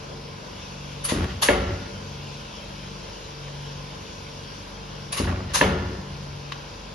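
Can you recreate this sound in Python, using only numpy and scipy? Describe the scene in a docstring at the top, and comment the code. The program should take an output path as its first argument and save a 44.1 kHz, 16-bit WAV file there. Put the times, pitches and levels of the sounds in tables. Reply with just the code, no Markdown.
"""Cardboard cutting and grooving machine

A vacuum pump drones in a walled yard; air hisses steadily through the feed table.
The machine works twice. In each cycle a valve spits air, a muffled thud sounds and a cylinder shudders;
the valve vents again, the carriage slams into the sheet-steel cabinet and the frame shudders once more.
Pump: tones locked to the shaft, plus noise. Impacts: decaying modes and noise. Air and card: shaped noise."""
import sys
import numpy as np
from scipy import signal
from scipy.fft import rfft, irfft, next_fast_len
from scipy.io import wavfile
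from scipy.ndimage import uniform_filter1d, map_coordinates

SR = 44100
rng = np.random.default_rng(int(sys.argv[2]) if len(sys.argv) > 2 else 0)


def generate_wav(sig):
    """Save sig (samples, or channels by samples) to the path in sys.argv[1] as 16-bit PCM at SR."""
    pcm = np.round(np.clip(np.atleast_2d(sig).T, -1, 1) * 32767).astype(np.int16)
    wavfile.write(sys.argv[1], SR, pcm)


N = 306054

# Steady pump tones. Each row: multiple of the shaft rate, mean level in dB.
PUMP_TONES = [(2, -49.5), (3, -58), (4, -56), (5, -63.5), (7, -59), (10, -61), (11, -71), (12, -67),
              (13, -61.5), (14, -63), (15, -60.5), (19, -55.5), (24, -60), (36, -71), (37, -62), (40, -66),
              (41, -65), (43, -60.5), (45, -66.5)]
# Beating pump tones. Each row: multiple of the shaft rate, level in dB, beats per second,
# depth 0-1, time of a strong crest in seconds.
BEATING_TONES = [(8, -52, 0.928, 0.58, 2.85), (9, -58, 0.375, 0.9, 2.3)]
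# Swells of the main pump tone. Each row: start in seconds, crest level in dB.
HUM_SWELLS = [(-0.15, -43), (0.55, -40.5), (1.351, -42.5), (1.9, -40.5), (2.56, -44), (3.17, -38.5),
              (4.08, -44.5), (4.68, -42), (5.35, -40), (5.92, -39), (6.78, -44), (7.3, -45)]
# Air churned by the pump. Each row: frequency in Hz, relative level in dB per Hz.
DRONE_SPECTRUM = [(15, -24), (25, -24), (59, 0), (85, -0.5), (151, -8.5), (216, -7), (270, -11), (344, -11),
                  (393, -8.5), (448, -6), (571, -5.5), (715, -13.5), (1000, -11), (1210, -15), (1510, -14),
                  (2200, -23.5), (2860, -37), (4840, -120)]
# Upper pump orders. Each row: frequency in Hz, relative level in dB.
WHINE_SPECTRUM = [(250, 13), (550, 0), (750, 8.5), (1050, 2.5), (1500, -20), (2100, 4), (3200, -1),
                  (4200, 4), (5200, 1), (7000, -56)]
# Air drawn through the feed table. Each row: frequency in Hz, relative level in dB per Hz.
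HISS_SPECTRUM = [(880, -12), (1500, -9), (1960, -8), (2650, 2), (3360, 1), (4090, -5.5), (5430, -0.5),
                 (6500, -8.5), (7500, -17.5), (9500, -24), (11200, -15.5), (12500, -38.5)]
# Stretch of harder hiss: start in seconds, end in seconds, ramp in seconds, gain in dB.
HISS_SWELL = (0.4, 4.74, 0.22, 1.68)
# Carriage contacts. Each row: start in seconds, relative level in dB, muffling edge in Hz,
# then gains in dB: contact on the stop, boom band, knock band, clank band of the contact.
BLOWS = [(0.097, -33.5, 604, -3, -3.5, 0, 3), (1.119, -22.5, 380, 6, 1.5, 0.5, 8),
         (1.160, -28, 400, 2, 2.5, -2, -3), (1.198, -30, 1810, -6, -3, -3, -7),
         (1.486, -17, 4080, 7, -4, 4.5, -9), (1.503, -22.5, 3500, 0, -2.5, 1, 2),
         (1.690, -35.5, 2390, -15, 7, 2, -4), (1.724, -42, 2150, -15, 0.5, -6, 1),
         (5.199, -20.5, 340, 8, 1, -6, 2), (5.272, -26.5, 1900, 0, 1.5, -0.5, 2),
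         (5.611, -16, 4300, 6, -2.5, -2, 1.5), (5.625, -23.5, 1490, 1, 2, 3, 7),
         (5.660, -24, 883, -8, 3.5, -2, -2), (5.757, -29, 704, -4, -5, 2, -6),
         (5.887, -37, 617, -1, 8.5, -3, -5)]
# Cabinet modes. Each row: frequency in Hz, relative level in dB, t60 in seconds.
CABINET_MODES = [(191.3, 1.5, 0.71), (266.2, -1.5, 0.19), (363.7, 5.5, 0.62), (440, 4, 0.43),
                 (540.4, 0.5, 0.65), (565, -0.5, 0.73), (749, -2.5, 0.6), (796, -6, 0.43), (853, -3, 0.51),
                 (941, -0.5, 0.31), (1128, -1.5, 0.4), (1256, -4.5, 0.56), (1348, -5, 0.85),
                 (1435, -5.5, 1), (1680, -4, 0.25), (1855, -6, 0.3), (1900, -6, 0.32), (2040, -6.5, 0.48),
                 (2110, -7, 0.4), (2220, -4, 0.47), (2740, -10, 0.22), (3070, -7, 0.42), (3390, -6, 0.35)]
# Heavily damped steel stop. Each row: frequency in Hz, relative level in dB, t60 in seconds.
STOP_MODES = [(277.3, 0, 0.092), (445, -1.5, 0.047), (551.5, 3.5, 0.076), (594, 2, 0.069),
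              (950, 3.5, 0.034), (1707, 6, 0.038), (1857, 5, 0.025), (2008, -5, 0.061), (2237, -2, 0.034),
              (2684, 4, 0.019), (3240, -2.5, 0.049), (3840, -7, 0.037)]
# Dense modes of the thin panels. Each row: frequency in Hz, relative level in dB per Hz.
PANEL_SPECTRUM = [(30, -31), (60, 0), (150, 0.5), (240, 0), (300, -4.5), (370, 1.5), (560, -0.5), (750, -3),
                  (930, -12), (1400, -3), (1580, -15), (1720, -11.5), (1950, -4), (2450, -10), (3000, -8),
                  (4500, -19), (9000, -48)]
# Panel decay. Each row: frequency in Hz, t60 in seconds.
PANEL_T60_S = [(100, 0.8), (400, 0.29), (1000, 0.32), (3000, 0.28), (9000, 0.15)]
# Crack of the contact. Each row: frequency in Hz, relative level in dB per Hz.
CRACK_SPECTRUM = [(60, 14), (260, 10), (380, 6.5), (560, 8.5), (750, -10), (1000, 16), (1450, -22),
                  (1720, -2), (2800, -3), (4200, -11), (9000, -36)]
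# Yard decay. Each row: frequency in Hz, t60 in seconds.
YARD_T60_S = [(100, 1.76), (500, 0.99), (2000, 1.08), (5000, 0.56), (11000, 0.31)]
# Strength of the walls' answer. Each row: frequency in Hz, relative level in dB.
ECHO_SPECTRUM = [(60, 11), (400, -4), (2000, -3.5), (5000, 0), (11000, -6)]
# Valve exhausts. Each row: start in seconds, level in dB, rise in seconds, t60 in seconds,
# sizzle relative to jet in dB.
PUFFS = [(1.037, -30, 0.017, 0.19, 2.5), (1.080, -28, 0.017, 0.27, -6), (1.415, -20, .016, 0.28, -5),
         (5.119, -30.5, 0.012, 0.2, -1), (5.157, -29, 0.022, 0.26, -7), (5.533, -20.5, 0.021, 0.314, -9)]
# Exhaust jet. Each row: frequency in Hz, relative level in dB per Hz.
JET_SPECTRUM = [(100, -15), (290, -8), (520, 4.5), (780, -0.5), (1090, 7.5), (1350, -0.5), (1720, 4),
                (1880, 3), (2030, 5), (2300, 2), (2780, 5.5), (3300, 1.5), (4300, 3.5), (5300, -1.5),
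                (6480, 0.5), (8500, -5.5), (12000, -9)]
# Sizzle on the jet. Each row: frequency in Hz, relative level in dB per Hz.
SIZZLE_SPECTRUM = [(6000, -59), (9000, 6), (10200, 4.5), (11300, 1), (12500, -54)]
# Clicks of the valve's spool. Each row: start in seconds, relative level in dB.
SPURTS = [(1.048, -33), (1.06, -35), (1.430, -21), (1.436, -23), (5.126, -24), (5.144, -27), (5.169, -31),
          (5.182, -26), (5.203, -33), (5.543, -29), (5.555, -25.5), (5.563, -27)]
# Valve body modes. Each row: frequency in Hz, relative level in dB, t60 in seconds.
SPOOL_MODES = [(1117, 2, 0.066), (1810, -15, 0.037), (2376, -1, 0.03), (2780, -5, 0.07), (3920, -5, 0.1),
               (4624, -5, 0.14), (5380, -4, 0.086), (6560, -9, 0.071)]
# Clatter of loose parts. Each row: start in seconds, length in seconds, first relative level in dB,
# fall in dB.
CLATTERS = [(1.114, 0.19, -33, 9), (1.497, 0.29, -25.5, 16), (5.195, 0.22, -28, 7), (5.62, 0.31, -23, 17)]
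# Cylinder strokes, down and back. Each row: start in seconds, travel in seconds, final relative level in dB,
# growth on the way in dB, settled frame pitch in Hz, quiver left afterwards in dB.
STROKES = [(1.115, 0.13, -21, 15, 86.8, -15), (1.495, 0.25, -28.5, 10, 96.8, -9.5),
           (5.19, 0.13, -24, 8, 88.5, -9), (5.64, 0.079, -25.5, -5, 77.13, -11.5)]
# Loose guides. Each row: frequency in Hz, relative level in dB per Hz.
RATTLE_SPECTRUM = [(35, -10), (150, 3.5), (280, 7.5), (540, -10), (800, -13.5), (1400, -9), (1800, -14),
                   (2900, -15), (4500, -24), (9000, -35)]
# Card dragged over the table. Each row: start in seconds, length in seconds, level in dB.
SCRAPES = [(1.256, 0.097, -42.5), (5.49, 0.064, -42.5)]
# Card tapping the table. Each row: start in seconds, relative level in dB.
TAPS = [(3.480, -37.5), (6.520, -24.5)]
# Card edge. Each row: frequency in Hz, relative level in dB per Hz.
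CARD_SPECTRUM = [(300, -21), (850, -9), (1110, 14), (1270, -7), (1420, 12.5), (1600, -1), (1830, 11),
                 (2200, 2), (2550, 5), (2970, 8), (3400, 2), (4020, 2.5), (4810, -3), (6200, -8),
                 (9000, -22)]
# Stereo width of the pump. Each row: frequency in Hz, side over mid in dB.
PUMP_WIDTH = [(60, -23), (110, -18), (230, -5), (350, -3), (630, -1), (1140, 2), (1400, 0.5), (1570, 7),
              (1800, -11), (2050, -8.5), (2700, -6.5), (4200, -2), (5500, -3), (7000, 3.5), (8500, 9),
              (10000, 2.5)]
# Stereo width of everything else. Each row: frequency in Hz, side over mid in dB.
WORK_WIDTH = [(60, -36.5), (190, -41), (330, -21), (540, -3.5), (1140, -3), (1600, 3.5), (1900, -8.5),
              (2450, -7.5), (3100, -2), (4500, -4), (7000, -1.5), (8500, 6), (10000, -2)]
# Stereo balance. Each row: frequency in Hz, left over right in dB.
LEFT_BALANCE = [(60, -0.5), (150, 2), (550, 2.5), (1200, -0.5), (2000, -1), (3700, 3), (6500, 4),
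                (10000, -1)]

SHAFT_HZ, MAINS_HZ = 23.7, 100
HUM_ORDER, HUM_TROUGH = 6, 0.14  # multiple of the shaft rate; share of the crest left between swells
ALTERNATE, FOURTH = 0.18, 0.066  # shares by which every second and every fourth beat is stronger
WAVER_DB, MAINS_DB, WHINE_DB, DRONE_DB, HISS_DB = 1.8, -50.5, -49.5, -45, -48
THUD_LOW_HZ = 55  # the blows carry little sound below this
BOOM_HZ, KNOCK_HZ, CLANK_HZ = (70, 357), (450, 656), (790, 1360)  # depend on where the carriage lands
BLOOM_S, CONTACT_RISE_S = 0.0057, 0.00087  # the panels pick up a blow more slowly
BLUR_HZ = 7
SPUTTER_DB, SURGE_DB = 1.2, 1.0  # fast and slow unevenness of the jet
SPURT_RING_DB, SPURT_AIR_DB, SPURT_T60_S = -5.5, 0, 0.02
CLINK_HZ, CLINK_SPREAD, CLINK_CYCLES = 1344, 0.55, 42  # typical pitch, scatter (natural log), t60 in cycles
CLINKS_PER_S = 90
SHUDDER_ATTACK_S, SHUDDER_T60_S, QUIVER_T60_S = 0.029, 0.2, 2.5
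START_SHARP, SETTLE_S = 0.15, 0.034  # share by which the pitch starts high; time constant of its settling
SWING_JITTER, SWING_DB, RATTLE_DB = 0.05, 1.0, -11.5
YARD_DB, YARD_DELAY_S = -10.0, 0.02
LEFT_LEAD_S = 0.000012
LOW_CUT_HZ, TOP_HZ = 29, 11900


def amp(db):
    """Decibels to gain."""
    return 10 ** (np.asarray(db) / 20)


def along(points, hz):
    """(Hz, value) points read on a log frequency axis."""
    point_hz, value = np.transpose(points)
    return np.interp(np.log(hz + 1), np.log(point_hz + 1), value)


def wobble(knots_per_s):
    """Smooth random curve through Gaussian knots."""
    knots = rng.standard_normal(int(N * knots_per_s / SR) + 4)
    return map_coordinates(knots, [np.arange(N) * knots_per_s / SR])


def filtered(x, response):
    """x times a response of frequency."""
    n = x.shape[-1]
    padded = next_fast_len(n + SR // 10)
    spectrum = rfft(x, padded) * response(np.fft.rfftfreq(padded, 1 / SR))
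    return irfft(spectrum, padded)[..., :n]


def noise(spectrum, width, size):
    """Coloured stereo noise whose middle has rms 1."""
    def colour(hz):
        return amp(along(spectrum, hz)) * np.array([np.ones_like(hz), amp(along(width, hz))])

    mid, side = filtered(rng.standard_normal((2, size)), colour)
    return np.array([mid + side, mid - side]) / np.std(mid)


def dying(x, t60s):
    """Each frequency of x fades at its own speed."""
    hz, t, z = signal.stft(x, SR, nperseg=256)
    decay = amp(-60 * t / along(t60s, hz)[:, None])
    return signal.istft(z * decay, SR)[1][:, :x.shape[-1]]


def fade(t, t60_s):
    """Exponential decay by 60 dB in t60_s."""
    return np.exp(-np.log(1000) * t / t60_s)


def add(out, start_s, x):
    """Mix x into out from start_s."""
    part = out[:, round(start_s * SR):][:, :x.shape[-1]]
    part += x[:, :part.shape[-1]]


def patchy(x, depth_db):
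    """Turbulence: patches of x, some hundred hertz wide, swell and sink."""
    z = signal.stft(x, SR, nperseg=1024)[2]
    field = rng.standard_normal(z.shape[1:])
    field = uniform_filter1d(field, size=7, axis=0)
    field = uniform_filter1d(field, size=8, axis=1)
    return signal.istft(z * amp(depth_db * field / np.std(field)), SR)[1][:, :x.shape[-1]]


def ringing(modes, t):
    """Modes of random strength; loose joints blur their pitch; phase differs between the channels."""
    hz, level_db, t60_s = np.transpose(modes)[:, :, None]
    strength = amp(level_db + 1.1 * rng.standard_normal(hz.shape)) * fade(t, t60_s)
    steps = rng.standard_normal((len(hz), len(t)))
    blur = np.cumsum(steps, axis=1) * np.sqrt(2 * np.pi * BLUR_HZ / SR)
    phase = 2 * np.pi * (hz * t + rng.random(hz.shape)) + blur
    skew = np.arctan(amp(along(WORK_WIDTH, hz)))
    return np.array([np.sum(strength * np.sin(phase + side * skew), axis=0) for side in (-1, 1)])


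def boost(x, band_hz, db):
    """Raise or lower one broad band of x."""
    edges_hz = np.clip(np.sort(band_hz), 20, SR / 4)
    band = signal.butter(1, edges_hz, "bandpass", fs=SR, output="sos")
    return x + (amp(db) - 1) * signal.sosfilt(band, x)


def hum(tone):
    """The main pump tone rises and falls in rounded swells."""
    starts_s, crest_db = np.transpose(HUM_SWELLS)
    beat = np.interp(np.arange(N) / SR, starts_s, np.arange(len(starts_s)))
    crest = amp(uniform_filter1d(crest_db[beat.astype(int)], size=4000))
    return crest * np.hypot(np.sin(np.pi * beat), HUM_TROUGH) * tone(HUM_ORDER)


def beating(tone):
    """Two more pump tones swell and fade in regular beats, strong and weak by turns."""
    out, t = np.zeros(N), np.arange(N) / SR
    for order, db, beats_per_s, depth, crest_s in BEATING_TONES:
        angle = 2 * np.pi * beats_per_s * (t - crest_s)
        swell = np.abs(1 + depth * np.exp(1j * angle))
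        swell = swell * (1 + ALTERNATE * np.cos(angle / 2) + FOURTH * np.cos(angle / 4))
        out += amp(db) * swell * tone(round(order))
    return out


def suction():
    """Air hisses steadily through the feed table, with one broad swell."""
    start_s, end_s, ramp_s, gain_db = HISS_SWELL
    t = np.arange(N) / SR
    swell = np.clip(np.minimum(t - start_s, end_s - t) / ramp_s, 0, 1)
    level_db = HISS_DB + gain_db * swell + 0.38 * wobble(11.0)
    return amp(level_db) * patchy(noise(HISS_SPECTRUM, PUMP_WIDTH, size=N), depth_db=1.9)


def pump():
    """Tones and a vane rattle repeat with each shaft turn; the churned air throbs with the shaft."""
    turns = np.cumsum(SHAFT_HZ * (1 + 0.0015 * wobble(2) + 0.0008 * wobble(15))) / SR

    def tone(order):
        return np.sqrt(2) * np.sin(2 * np.pi * (order * turns + rng.random()))

    low = hum(tone) + beating(tone)
    low = low + sum(amp(db + WAVER_DB * wobble(3.5)) * tone(order) for order, db in PUMP_TONES)
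    mains = amp(MAINS_DB + 1.1 * wobble(2.55)) * np.sin(2 * np.pi * MAINS_HZ * np.arange(N) / SR)

    # one turn of noise, repeated: a comb of weak upper orders
    size = round(SR / SHAFT_HZ)

    def vane_rattle():
        pattern = noise(WHINE_SPECTRUM, PUMP_WIDTH, size=size)
        return np.array([map_coordinates(p, [turns * size % size], mode="grid-wrap") for p in pattern])

    drift = 1.1 * wobble(2)  # mixes two patterns
    whine = np.cos(drift) * vane_rattle() + np.sin(drift) * vane_rattle()
    throb = 1 + 0.043 * np.sin(2 * np.pi * turns) + 0.068 * np.sin(4 * np.pi * turns)
    churn = patchy(noise(DRONE_SPECTRUM, PUMP_WIDTH, size=N), depth_db=1.2)
    drone = amp(DRONE_DB + 0.4 * wobble(5.3)) * churn
    return low + mains + amp(WHINE_DB) * whine + throb * drone + suction()


def carriage():
    """Each contact cracks on the steel stop, shakes the thin panels and leaves the cabinet ringing."""
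    out, t = np.zeros((2, N)), np.arange(SR) / SR
    for start_s, db, edge_hz, contact_db, boom_db, knock_db, clank_db in BLOWS:
        chatter = amp(1.5 * wobble(103)[:SR])  # loose panels buzz unevenly as they die
        panels = dying(noise(PANEL_SPECTRUM, WORK_WIDTH, size=SR), PANEL_T60_S)
        body = amp(-13.0) * ringing(CABINET_MODES, t) + amp(-2.5) * panels
        body = chatter * body * (1 - np.exp(-t / BLOOM_S))
        crack = fade(np.maximum(t - 0.003, 0), 0.033) * noise(CRACK_SPECTRUM, WORK_WIDTH, size=SR)
        contact = amp(-4.0) * crack + amp(-4.5) * ringing(STOP_MODES, t)
        contact = amp(contact_db) * boost(contact, CLANK_HZ, clank_db)
        blow = (body + contact) * (1 - np.exp(-t / CONTACT_RISE_S))
        blow = boost(boost(blow, BOOM_HZ, boom_db), KNOCK_HZ, knock_db)
        band_hz = [THUD_LOW_HZ, min(edge_hz, SR / 4)]
        muffle = signal.butter(2, band_hz, "bandpass", fs=SR, output="sos")
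        add(out, start_s, amp(db) * signal.sosfilt(muffle, blow))
    return out


def yard(x):
    """The brick walls answer with a delayed diffuse tail."""
    tail = dying(noise(ECHO_SPECTRUM, WORK_WIDTH, size=SR), YARD_T60_S)
    tail = np.pad(tail / np.linalg.norm(tail[0]), ((0, 0), (round(YARD_DELAY_S * SR), 0)))
    return signal.fftconvolve(x.mean(axis=0)[None], tail, axes=1)[:, :N]


def valve():
    """Air sputters out as the valve opens and dies as the cylinder empties."""
    out, t = np.zeros((2, N)), np.arange(SR // 2) / SR
    for start_s, db, rise_s, t60_s, sizzle_db in PUFFS:
        flow = np.minimum(t / rise_s, 1) * fade(np.maximum(t - rise_s, 0), t60_s)
        sputter_db = SPUTTER_DB * wobble(450) + SURGE_DB * wobble(110)
        jet = patchy(noise(JET_SPECTRUM, WORK_WIDTH, size=len(t)), depth_db=2.2)
        jet = amp(sputter_db[:len(t)]) * jet
        sizzle = noise(SIZZLE_SPECTRUM, WORK_WIDTH, size=len(t))
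        sizzle = amp(sizzle_db + 1.6 * wobble(104)[:len(t)]) * sizzle
        add(out, start_s, amp(db) * flow * (jet + sizzle))
    return out


def spurts():
    """The valve's spool clicks; each click rings the body and lets out a short spit of air."""
    out, t = np.zeros((2, N)), np.arange(SR // 4) / SR
    for start_s, db in SPURTS:
        spit = amp(SPURT_AIR_DB) * fade(t, SPURT_T60_S) * noise(JET_SPECTRUM, WORK_WIDTH, size=len(t))
        ring = amp(SPURT_RING_DB) * ringing(SPOOL_MODES, t)
        add(out, start_s, amp(db) * np.minimum(t / 0.0025, 1) * (spit + ring))
    return out


def clinks():
    """Loose metal parts touch at uneven moments, each at its own pitches, on average ever more weakly."""
    out, t = np.zeros((2, N)), np.arange(SR // 16) / SR
    for start_s, length_s, db, fall_db in CLATTERS:
        for k, (jitter, strength, *pitches) in enumerate(rng.standard_normal((30, 6))):
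            hz = np.clip(CLINK_HZ * np.exp(CLINK_SPREAD * np.array(pitches)), 300, 4000)
            modes = [(f, -6, CLINK_CYCLES / f) for f in hz]
            clink = np.minimum(t / 0.00046, 1) * ringing(modes, t)
            delay_s = (k + 1 + 0.35 * jitter) / CLINKS_PER_S
            if delay_s < length_s:
                level_db = db - fall_db * delay_s / length_s + 2.5 * strength
                add(out, start_s + delay_s, amp(level_db) * clink)
    return out


def shudder():
    """The travelling cylinder drives the frame's lowest resonance; loose guides rattle on every swing."""
    out, t = np.zeros((2, N)), np.arange(SR) / SR
    for start_s, travel_s, db, growth_db, frame_hz, quiver_db in STROKES:
        attack = np.minimum(t / SHUDDER_ATTACK_S, 1)
        build_up = amp(growth_db * np.minimum(t / travel_s - 1, 0))
        after_s = np.maximum(t - travel_s, 0)
        quiver = amp(quiver_db) * fade(after_s, QUIVER_T60_S)  # outlasts the stroke
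        release = np.maximum(fade(after_s, SHUDDER_T60_S), quiver)
        pitch_hz = frame_hz * (1 + START_SHARP * np.exp(-t / SETTLE_S))
        pitch_hz = pitch_hz * (1 + SWING_JITTER * wobble(35.7)[:SR])
        swing = np.sin(2 * np.pi * np.cumsum(pitch_hz) / SR)
        force = amp(db + 1.5 * wobble(40)[:SR]) * attack * release
        rattle = amp(2.5 * wobble(70)[:SR]) * noise(RATTLE_SPECTRUM, WORK_WIDTH, size=SR)
        rattle = (1 + 0.5 * swing) * rattle
        add(out, start_s, force * (amp(SWING_DB) * build_up * swing + amp(RATTLE_DB) * rattle))
    return out


def card():
    """The edge of a card scrapes over the table or snaps against it: shaped noise."""
    out, t = np.zeros((2, N)), np.arange(SR // 5) / SR
    for start_s, db in TAPS:
        snap = np.minimum(t / 0.0015, 1) * fade(t, 0.049)
        add(out, start_s, amp(db) * snap * noise(CARD_SPECTRUM, WORK_WIDTH, size=len(t)))
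    for start_s, length_s, db in SCRAPES:
        drag = np.sqrt(np.abs(np.sin(np.pi * np.minimum(t / length_s, 1))))
        level = amp(db + 1.7 * wobble(290)[:len(t)])
        add(out, start_s, level * drag * noise(CARD_SPECTRUM, WORK_WIDTH, size=len(t)))
    return out


def scene():
    """Pump, working parts and yard, with the balance set per frequency and the left channel leading."""
    work = valve() + spurts() + carriage() + clinks() + card()
    mix = pump() + work + shudder() + amp(YARD_DB) * yard(work)

    def placement(hz):
        level = amp(np.outer([1, -1], along(LEFT_BALANCE, hz)) / 2)
        return level * np.exp(1j * np.pi * LEFT_LEAD_S * np.outer([1, -1], hz))

    return filtered(mix, placement)


def record(dry):
    """Mid notched near 8450 Hz, top made mono, deep bass cut, peaks rounded off, treble ended at TOP_HZ."""
    mid, side = dry.mean(axis=0), (dry[0] - dry[1]) / 2
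    mid = filtered(mid, lambda hz: amp(-27 * np.exp(-((hz - 8450) / 850) ** 2)))
    side = filtered(side, lambda hz: 1 / np.sqrt(1 + (hz / 10500) ** 70))
    pair = np.array([mid + side, mid - side])
    pair = filtered(pair, lambda hz: hz ** 4 / np.sqrt(hz ** 8 + LOW_CUT_HZ ** 8))
    pair = pair / (1 + (pair / 0.92) ** 6) ** (1 / 6)
    return filtered(pair, lambda hz: 1 / np.sqrt(1 + (hz / TOP_HZ) ** 180))


dry = scene()
out = record(dry)
generate_wav(out)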